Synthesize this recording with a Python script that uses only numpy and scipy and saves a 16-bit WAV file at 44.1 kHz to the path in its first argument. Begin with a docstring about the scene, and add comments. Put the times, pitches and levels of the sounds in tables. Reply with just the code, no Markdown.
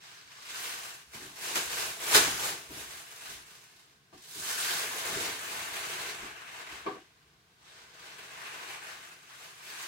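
"""Kitchen, heard by a two-port microphone on a counter under wall cupboards.
A thin plastic bag is carried through, shaken open with one loud snap and rummaged with at the far end.
Film: random clicks, filtered in bands and spread over changing room echoes. Snaps: bursts of denser clicks.
Footfalls and bumps: shaped noise. A light tap and a wooden knock: ringing modes over a noise boom.
Still air: steady coloured noise."""
import sys
import numpy as np
from scipy import signal
from scipy.fft import rfft, irfft, next_fast_len
from scipy.io import wavfile

SR = 44100
rng = np.random.default_rng(int(sys.argv[2]) if len(sys.argv) > 2 else 0)


def unload_audio(sound):
    """Save the sound as a 16-bit wav file, at the path given as the first command line argument."""
    columns = np.transpose(np.atleast_2d(sound))
    # keep every value between -1 and 1, then stretch to whole-number steps
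    steps = np.round(np.clip(columns, -1, 1) * 32767)
    wavfile.write(sys.argv[1], SR, steps.astype(np.int16))


N = 435266
TIME_S = np.arange(N) / SR
BAND_EDGES_HZ = np.geomspace(90, 17000, 16)
BAND_CENTRES_HZ = np.sqrt(BAND_EDGES_HZ[1:] * BAND_EDGES_HZ[:-1])

# Still air of the house, relative spectrum: frequency_hz [Hz], density_db [dB per Hz]
AIR_SPECTRUM = [(25, -21), (45, -3), (70, -1.5), (150, 6.5), (280, -3), (600, -8.5), (1500, -7), (4000, -8),
                (9000, -17.5), (16000, -21.5)]
AIR_LEVEL_DB = -65.5   # ahead of the nook

# Resonances (+) and hollows (-) above the counter: centre_hz [Hz], width_hz [Hz, before scaling by gain], gain_db [dB]
NOOK_BANDS = [(213, 97, -4), (460, 210, 4.5), (556.5, 89, -10.5), (678, 88, 2.5), (1114, 213, 3.5),
              (1340, 77, -2), (1548, 187, 4)]
# Likeness of the two ports: frequency_hz [Hz], correlation [-1 to 1]
PORT_CORRELATION = [(40, .85), (110, .9), (300, .96), (470, .94), (560, .68), (660, .72), (900, -.2),
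                    (1030, .45), (1290, -.62), (1560, .08), (1830, -.2), (2220, .3), (2600, .05),
                    (15000, 0)]
# Port balance: frequency_hz [Hz], left_minus_right_db [dB]
PORT_BALANCE = [(60, -3), (160, -2), (450, 1), (800, 5), (1150, 2), (1340, 7), (1570, 5), (2100, 2),
                (3300, -1.1), (6000, -2), (8500, -2.5), (14000, 3)]
# Kitchen reverberation: frequency_hz [Hz], t60_s [s]
ROOM_DECAY = [(100, 0.57), (500, 0.22), (2000, 0.43), (6000, 0.4), (16000, 0.17)]

# Footfalls: peak_s [s], level_db [dB]
FOOTFALLS = [(1.07, -71), (1.67, -63), (1.83, -66), (2.205, -56), (2.35, -64), (2.7, -61), (2.8, -63),
             (3.3, -63), (4.36, -66), (5.06, -63), (5.65, -61), (6.2, -62), (6.725, -63), (7.27, -78)]
# Footfall relative spectrum: frequency_hz [Hz], density_db [dB per Hz]
FOOTFALL_SPECTRUM = [(25, -4), (45, -10), (65, 16.5), (100, -5), (160, -14), (300, -18), (800, -52.5)]
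FOOTFALL_RISE_S, FOOTFALL_FALL_S = .012, 0.1   # time constants
# Dull bumps and scuffs of hands, clothes, furniture: peak_s [s], level_db [dB], rise_s [s], fall_s [s]
BODY_BUMPS = [(1.15, -51.5, 0.0082, 0.034), (1.225, -51, 0.012, 0.061), (2.271, -41, 0.0042, 0.055),
              (2.707, -48.5, 0.0064, 0.045), (2.78, -55, 0.016, 0.047), (3.294, -56, 0.0047, 0.069),
              (4.145, -51.5, 0.0057, 0.018), (4.36, -53, 0.0034, 0.083), (5.11, -56, 0.0089, 0.015),
              (5.175, -38.5, 0.023, 0.026), (6.24, -47.5, 0.015, 0.031), (6.72, -54, 0.0055, 0.035)]
# Bump relative spectrum: frequency_hz [Hz], density_db [dB per Hz]
BUMP_SPECTRUM = [(60, -10.5), (140, -2), (250, -1), (370, 3), (550, -39), (1100, -37), (3000, -24),
                 (10000, -40)]

# Wood contacts, a light tap, then a cupboard door knocking and rattling shut: start_s [s], strength_db [dB]
WOOD_CONTACTS = [(4.127, -17), (6.857, -8), (6.863, 4), (6.872, 0), (6.885, -7), (6.907, -10), (6.934, -12),
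                 (6.957, -11.5), (6.974, -25)]
# Modes of the door panel: frequency_hz [Hz], level_db [dB], t60_s [s]
DOOR_MODES = [(250, -36, 0.041), (317, -31, 0.048), (377, -37, .045), (500, -36, 0.057), (745, -33, 0.03),
              (1000, -32, .018), (1160, -31, 0.025), (1700, -37.5, 0.0085), (2400, -35.5, 0.0061),
              (3550, -48, .0074)]
# Boom of the cupboard behind the door, relative spectrum: frequency_hz [Hz], density_db [dB per Hz]
CARCASS_SPECTRUM = [(70, -28), (150, -3.5), (240, 2), (350, 0.5), (520, -10), (1200, -4), (1700, -15),
                    (4000, -25), (10000, -54)]

# Film pulled taut: peak_s [s], level_db [dB], rise_s [s], fall_s [s]
TAUT_SNAPS = [(1.555, -24.5, .006, .016), (2.152, -9.5, 0.012, 0.011), (4.128, -57.5, .0011, 0.024),
              (4.478, -40, 0.014, .018), (5.075, -43, .005, 0.0086), (5.283, -36, .0067, .0079)]
# Snap relative spectrum: frequency_hz [Hz], density_db [dB per Hz]
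SNAP_SPECTRUM = [(50, -5.5), (150, -12), (330, -0.5), (700, -3.5), (1600, 1), (2600, -1), (5000, -2),
                 (8000, -4), (15000, -12.5)]
# Buckling film, relative spectrum: frequency_hz [Hz], density_db [dB per Hz]
FILM_SPECTRUM = [(60, -1.5), (130, -1), (220, -25.5), (400, -5), (800, -2), (1200, -1), (2200, 1.5),
                 (3300, -1), (5000, -3.5), (7500, -4.5), (10000, -9.5), (13000, -16), (16000, -12)]
# Hand moves (lift, shake, gather, rummage):
# full_strength_s [s], hold_s [s], crinkle_db [dB, relative], build_up_s [s, time constant]
HAND_MOVES = [(.03, .12, -52.5, 0.059), (.54, .18, -40.5, .13), (.78, 0.11, -46.5, .02),
              (1.137, .1, -49, .036), (1.459, .14, -36.5, 0.066), (1.699, .14, -37, .04),
              (2.124, 0.091, -30, 0.08), (2.431, .01, -33.5, .11), (2.74, .06, -44.5, 0.044),
              (2.927, .02, -45.5, .09), (3.28, 0.034, -46.5, .25), (3.462, .17, -56, 0.011),
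              (3.697, .17, -63, .08), (4.144, 0.071, -64, .02), (4.477, 0.022, -38.5, 0.091),
              (4.61, 0.21, -35.5, .066), (4.879, .13, -39, .056), (5.053, .23, -36.3, .03),
              (5.427, .22, -40, .056), (5.744, .34, -39, .08), (6.163, 0.093, -43.5, 0.037),
              (6.57, .03, -42.5, 0.36), (6.68, 0.086, -43, .027), (6.89, .03, -53, .04),
              (7.13, .19, -69.5, .29), (7.676, .13, -55.5, .063), (8.07, .2, -49.5, 0.15),
              (8.46, .27, -42.5, .22), (8.831, .07, -45, .04), (8.97, .13, -50.5, .07),
              (9.39, .08, -48.5, .16), (9.7, .14, -43.5, .11)]
SETTLE_S = .08   # time constant of the film coming to rest after a move
# Crinkle tone as the bag is carried to the counter and away, re the middle, before fixed band offsets:
# time_s [s], bass_db [dB], treble_db [dB], top_db [dB]
CARRY_TONE = [(0, -17.5, 0, -10), (.42, -14.5, 0, -8), (.63, -12.5, -1, -2), (1.2, -9.5, -1.5, -3),
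              (1.55, -9.5, 0, -2), (2.7, -6, -1.5, -2), (3.1, -13, -1, -1.5), (4.14, -11, 0.5, -6.5),
              (4.28, -9, 6.5, 4), (4.65, -13.5, 1.5, -0.5), (4.919, -10, -3.5, -3), (5.2, -5, -1.5, -4.5),
              (5.45, -9.5, -3, -4.5), (6.07, -9.5, -3, -7), (6.38, -14, -9, -12.5), (7.7, -8, 0, -11),
              (8.5, -11.5, -6.5, -10.5), (9.86, -14, -1.5, -5)]
# Walker turned away, body shadowing the bag: time_s [s], hollow_depth [0-1]
BODY_SHADOW = [(5.32, .03), (5.39, 0.4), (5.75, 0.37), (6.2, 0.2)]
# Bag held open near the counter
OPEN_AT_S, OPEN_RISE_S, OPEN_HOLD_S, OPEN_FALL_S = 4.52, 0.14, 0.16, 0.14
CAVITY_HZ, CAVITY_WIDTH_HZ, CAVITY_LIFT = 1550, 190, 0.91

CUTOFF_HZ = 15800


def from_db(db):
    """Decibels to amplitude gain."""
    return 10 ** (np.asarray(db) / 20)


def rms_one(x):
    """Scale to unit power."""
    return x / np.sqrt(np.mean(x ** 2) + 1e-20)


def in_time(rows):
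    """Interpolate each column of a time table to every sample."""
    at_s, *columns = np.transpose(rows)
    return [np.interp(TIME_S, at_s, column) for column in columns]


def at_hz(points, hz):
    """Read a table on a log-frequency axis."""
    point_hz, value = np.transpose(points)
    return np.interp(np.log(hz + 1e-9), np.log(point_hz), value)


def drift(rate_hz):
    """Random curve of unit power through rate_hz knots a second."""
    knots = rng.standard_normal(4000)
    return rms_one(np.interp(TIME_S * rate_hz, np.arange(len(knots)), knots))


def band(x, k):
    """Half-octave band k."""
    sos = signal.butter(2, BAND_EDGES_HZ[k:k + 2], "band", fs=SR, output="sos")
    return signal.sosfilt(sos, x + 1e-18)


def coloured(x, spectrum):
    """White signal given a smooth spectrum, at unit power."""
    size = next_fast_len(N)
    hz = np.arange(size // 2 + 1) * SR / size
    gain = from_db(at_hz(spectrum, hz))
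    return rms_one(irfft(rfft(x, size) * gain, size)[..., :N])


def swell(peak_s, level_db, rise_s, fall_s, hold_s=0, t=TIME_S):
    """Envelope: exponential growth to peak_s, hold, exponential decay."""
    before = (peak_s - t) / rise_s
    after = (t - peak_s - hold_s) / fall_s
    return from_db(level_db) * np.exp(-np.clip(np.maximum(before, after), 0, 20))


def diffuse(size):
    """White sound from all sides at two ports: alike in the bass, mostly unrelated in the upper treble."""
    hz = np.arange(size // 2 + 1) * SR / size
    mid, side = rfft(rng.standard_normal((2, size)))
    alike = np.clip(at_hz(PORT_CORRELATION, hz), -1, 1)
    signs = np.array([[1], [-1]])   # left, right
    pair = np.sqrt((1 + alike) / 2) * mid + np.sqrt((1 - alike) / 2) * side * signs
    return irfft(pair * from_db(signs * at_hz(PORT_BALANCE, hz) / 2), size)


def still_air():
    """Steady diffuse noise of the house."""
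    return from_db(AIR_LEVEL_DB) * coloured(diffuse(N), AIR_SPECTRUM)


def nook(x):
    """The gap between counter and cupboards lifts some bands and hollows out others."""
    for centre_hz, width_hz, gain_db in NOOK_BANDS:
        q = centre_hz / (width_hz * from_db(-gain_db / 2))
        b, a = signal.iirpeak(centre_hz, q, fs=SR)
        x = x + (from_db(gain_db) - 1) * signal.lfilter(b, a, x)
    return x


def echoes(direct_db, early_db, early_s):
    """Weak direct path, early cluster off counter and cupboards, tail with a decay set per band."""
    size = 20000
    t = np.arange(size) / SR
    hz = np.arange(size // 2 + 1) * SR / size
    field = rfft(diffuse(size))
    response = np.zeros((2, size))
    edges_hz = [0, 400, 1500, 4000, 7000, 11000, SR]
    for low, high in zip(edges_hz, edges_hz[1:]):
        tail = from_db(-60 * t / at_hz(ROOM_DECAY, (low + high) / 2))
        shape = rms_one(tail + from_db(early_db) * np.exp(-t / early_s))
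        in_band = (hz >= low) * (hz < high)
        response += irfft(field * in_band, size) * shape / np.sqrt(size)
    response[[0, 1], [20, 0]] += from_db(direct_db)   # direct path: left 20 samples after right
    return response / np.hypot(1, from_db(direct_db))


def kitchen(x, direct_db, early_db, early_s=0.021):
    """Sound from one spot convolved with its echoes at the two ports."""
    return signal.oaconvolve(x[None], echoes(direct_db, early_db, early_s), axes=1)[:, :N]


def walker():
    """Soft soles shake the floor; hands and clothes bump and scuff: noise under envelopes."""
    step_level = sum(swell(s, db, FOOTFALL_RISE_S, FOOTFALL_FALL_S) for s, db in FOOTFALLS)
    steps = coloured(rng.standard_normal(N), FOOTFALL_SPECTRUM) * step_level
    bump_level = sum(swell(*row) for row in BODY_BUMPS)
    bumps = coloured(rng.standard_normal(N), BUMP_SPECTRUM) * bump_level
    return steps + bumps


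def door(boom_db=-36, boom_rise_s=0.0026, boom_fall_s=0.0096):
    """Each contact rings every panel mode at its own random strength, over the cupboard's dull boom."""
    start_s, strength_db = np.transpose(WOOD_CONTACTS)
    boom_level = sum(swell(s, db + boom_db, boom_rise_s, boom_fall_s) for s, db in WOOD_CONTACTS)
    out = coloured(rng.standard_normal(N), CARCASS_SPECTRUM) * boom_level
    for k, (hz, level_db, t60_s) in enumerate(DOOR_MODES):
        hits = np.full(N, 1e-18)
        spread_db = rng.normal(0, 1.9, len(start_s))
        hits[(start_s * SR).astype(int)] = from_db(strength_db + level_db + spread_db)
        radius = from_db(-60 / (t60_s * SR))
        angle = 2 * np.pi * hz / SR
        poles = [1, -2 * radius * np.cos(angle), radius * radius]
        out += (-1) ** k * signal.lfilter([.5, 0, -.5], poles, hits)
    return out


def buckles(per_s, spread_db):
    """Random clicks, many small and few large, of even mean power at any rate."""
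    chance = np.minimum(per_s / SR, 1)
    sizes = from_db(spread_db * np.minimum(rng.exponential(1, N), 5)) * rng.choice([-1, 1], N)
    return rms_one(sizes * (rng.random(N) < chance) / np.sqrt(chance))


def snaps():
    """Air fills the bag and a whole sheet of creases cracks at once."""
    level = sum(swell(*row) for row in TAUT_SNAPS)
    return coloured(buckles(9000, spread_db=6.5), SNAP_SPECTRUM) * level


def effort():
    """Handling strength in dB: moves build up, hold and settle; overlaps add in power."""
    t = TIME_S[::40]
    power = sum(swell(s, db, rise_s, SETTLE_S, hold_s, t) ** 2 for s, hold_s, db, rise_s in HAND_MOVES)
    return np.interp(TIME_S, t, 10 * np.log10(power))


def crinkle(per_s=6000, spread_db=3.5, clump_db=1.0, patchy_db=0.7, level_db=1.5,
            band_offsets_db=(10, 2.5, 5.5)):
    """Creases give way in clumps; harder handling sets off more of them."""
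    effort_db = effort()
    bass_db, treble_db, top_db = in_time(np.array(CARRY_TONE) + [0, *band_offsets_db])
    rate_per_s = per_s * from_db(.45 * (effort_db + 42))   # per_s holds at -42 dB effort
    clicks = buckles(rate_per_s, spread_db) * from_db(effort_db + level_db + clump_db * drift(110))
    flipped = clicks * rng.choice([-1, 1], N)   # neighbouring bands ring with unrelated signs
    film_power = from_db(at_hz(FILM_SPECTRUM, BAND_CENTRES_HZ)) ** 2 * np.diff(BAND_EDGES_HZ)
    norm = np.sqrt(np.sum(film_power) / (SR / 2))
    out = np.zeros(N)
    for k, hz in enumerate(BAND_CENTRES_HZ):
        bass_share = at_hz([(600, 1), (1100, 0.097)], hz)
        treble_share = at_hz([(2400, 0), (3800, 1), (5500, 0.93), (9000, 0.062)], hz)
        top_share = at_hz([(5500, 0), (9000, 1.1)], hz)
        tone_db = bass_share * bass_db + treble_share * treble_db + top_share * top_db
        gain_db = at_hz(FILM_SPECTRUM, hz) + tone_db + patchy_db * drift(35)
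        out += band(flipped if k % 2 else clicks, k) * from_db(gain_db)
    return out / norm


def cavity(x):
    """While the bag is held open, its hollow lifts one band of the crinkle."""
    opening = swell(OPEN_AT_S, 0, OPEN_RISE_S, OPEN_FALL_S, OPEN_HOLD_S)
    b, a = signal.iirpeak(CAVITY_HZ, CAVITY_HZ / CAVITY_WIDTH_HZ, fs=SR)
    return x + CAVITY_LIFT * opening * signal.lfilter(b, a, x)


def shadowed(x, hollow_hz=5300, width_hz=1200):
    """Sound bending round the body partly cancels in one treble band."""
    depth, = in_time(BODY_SHADOW)
    b, a = signal.iirpeak(hollow_hz, hollow_hz / width_hz, fs=SR)
    return x - depth * signal.lfilter(b, a, x)


def bag(lowest_hz=110, count=10):
    """Creases face all ways and wake different echoes by the moment; the bag's sound is cut below lowest_hz."""
    film = shadowed(cavity(crinkle())) + snaps()
    out = 0
    moments_s = np.arange(0, TIME_S[-1], .002)
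    facing = np.cumsum(rng.integers(1, count, len(moments_s))) % count   # new direction each moment
    for way in range(count):
        share = np.sin(np.pi / 2 * np.interp(TIME_S, moments_s, facing == way))   # equal-power crossfade
        out = out + kitchen(film * share, direct_db=-12.5, early_db=0.0)
    return signal.sosfilt(signal.butter(2, lowest_hz, "high", fs=SR, output="sos"), out)


def scene():
    """Air, walker, door and bag summed, then coloured by the nook."""
    body = kitchen(walker(), direct_db=-3, early_db=17.5)
    knock = kitchen(door(), direct_db=-8, early_db=17)
    return nook(still_air() + body + knock + bag())


def record(dry):
    """Steep elliptic low-pass at CUTOFF_HZ."""
    return signal.sosfilt(signal.ellip(12, .1, 80, CUTOFF_HZ, fs=SR, output="sos"), dry)


dry = scene()
out = record(dry)
unload_audio(out)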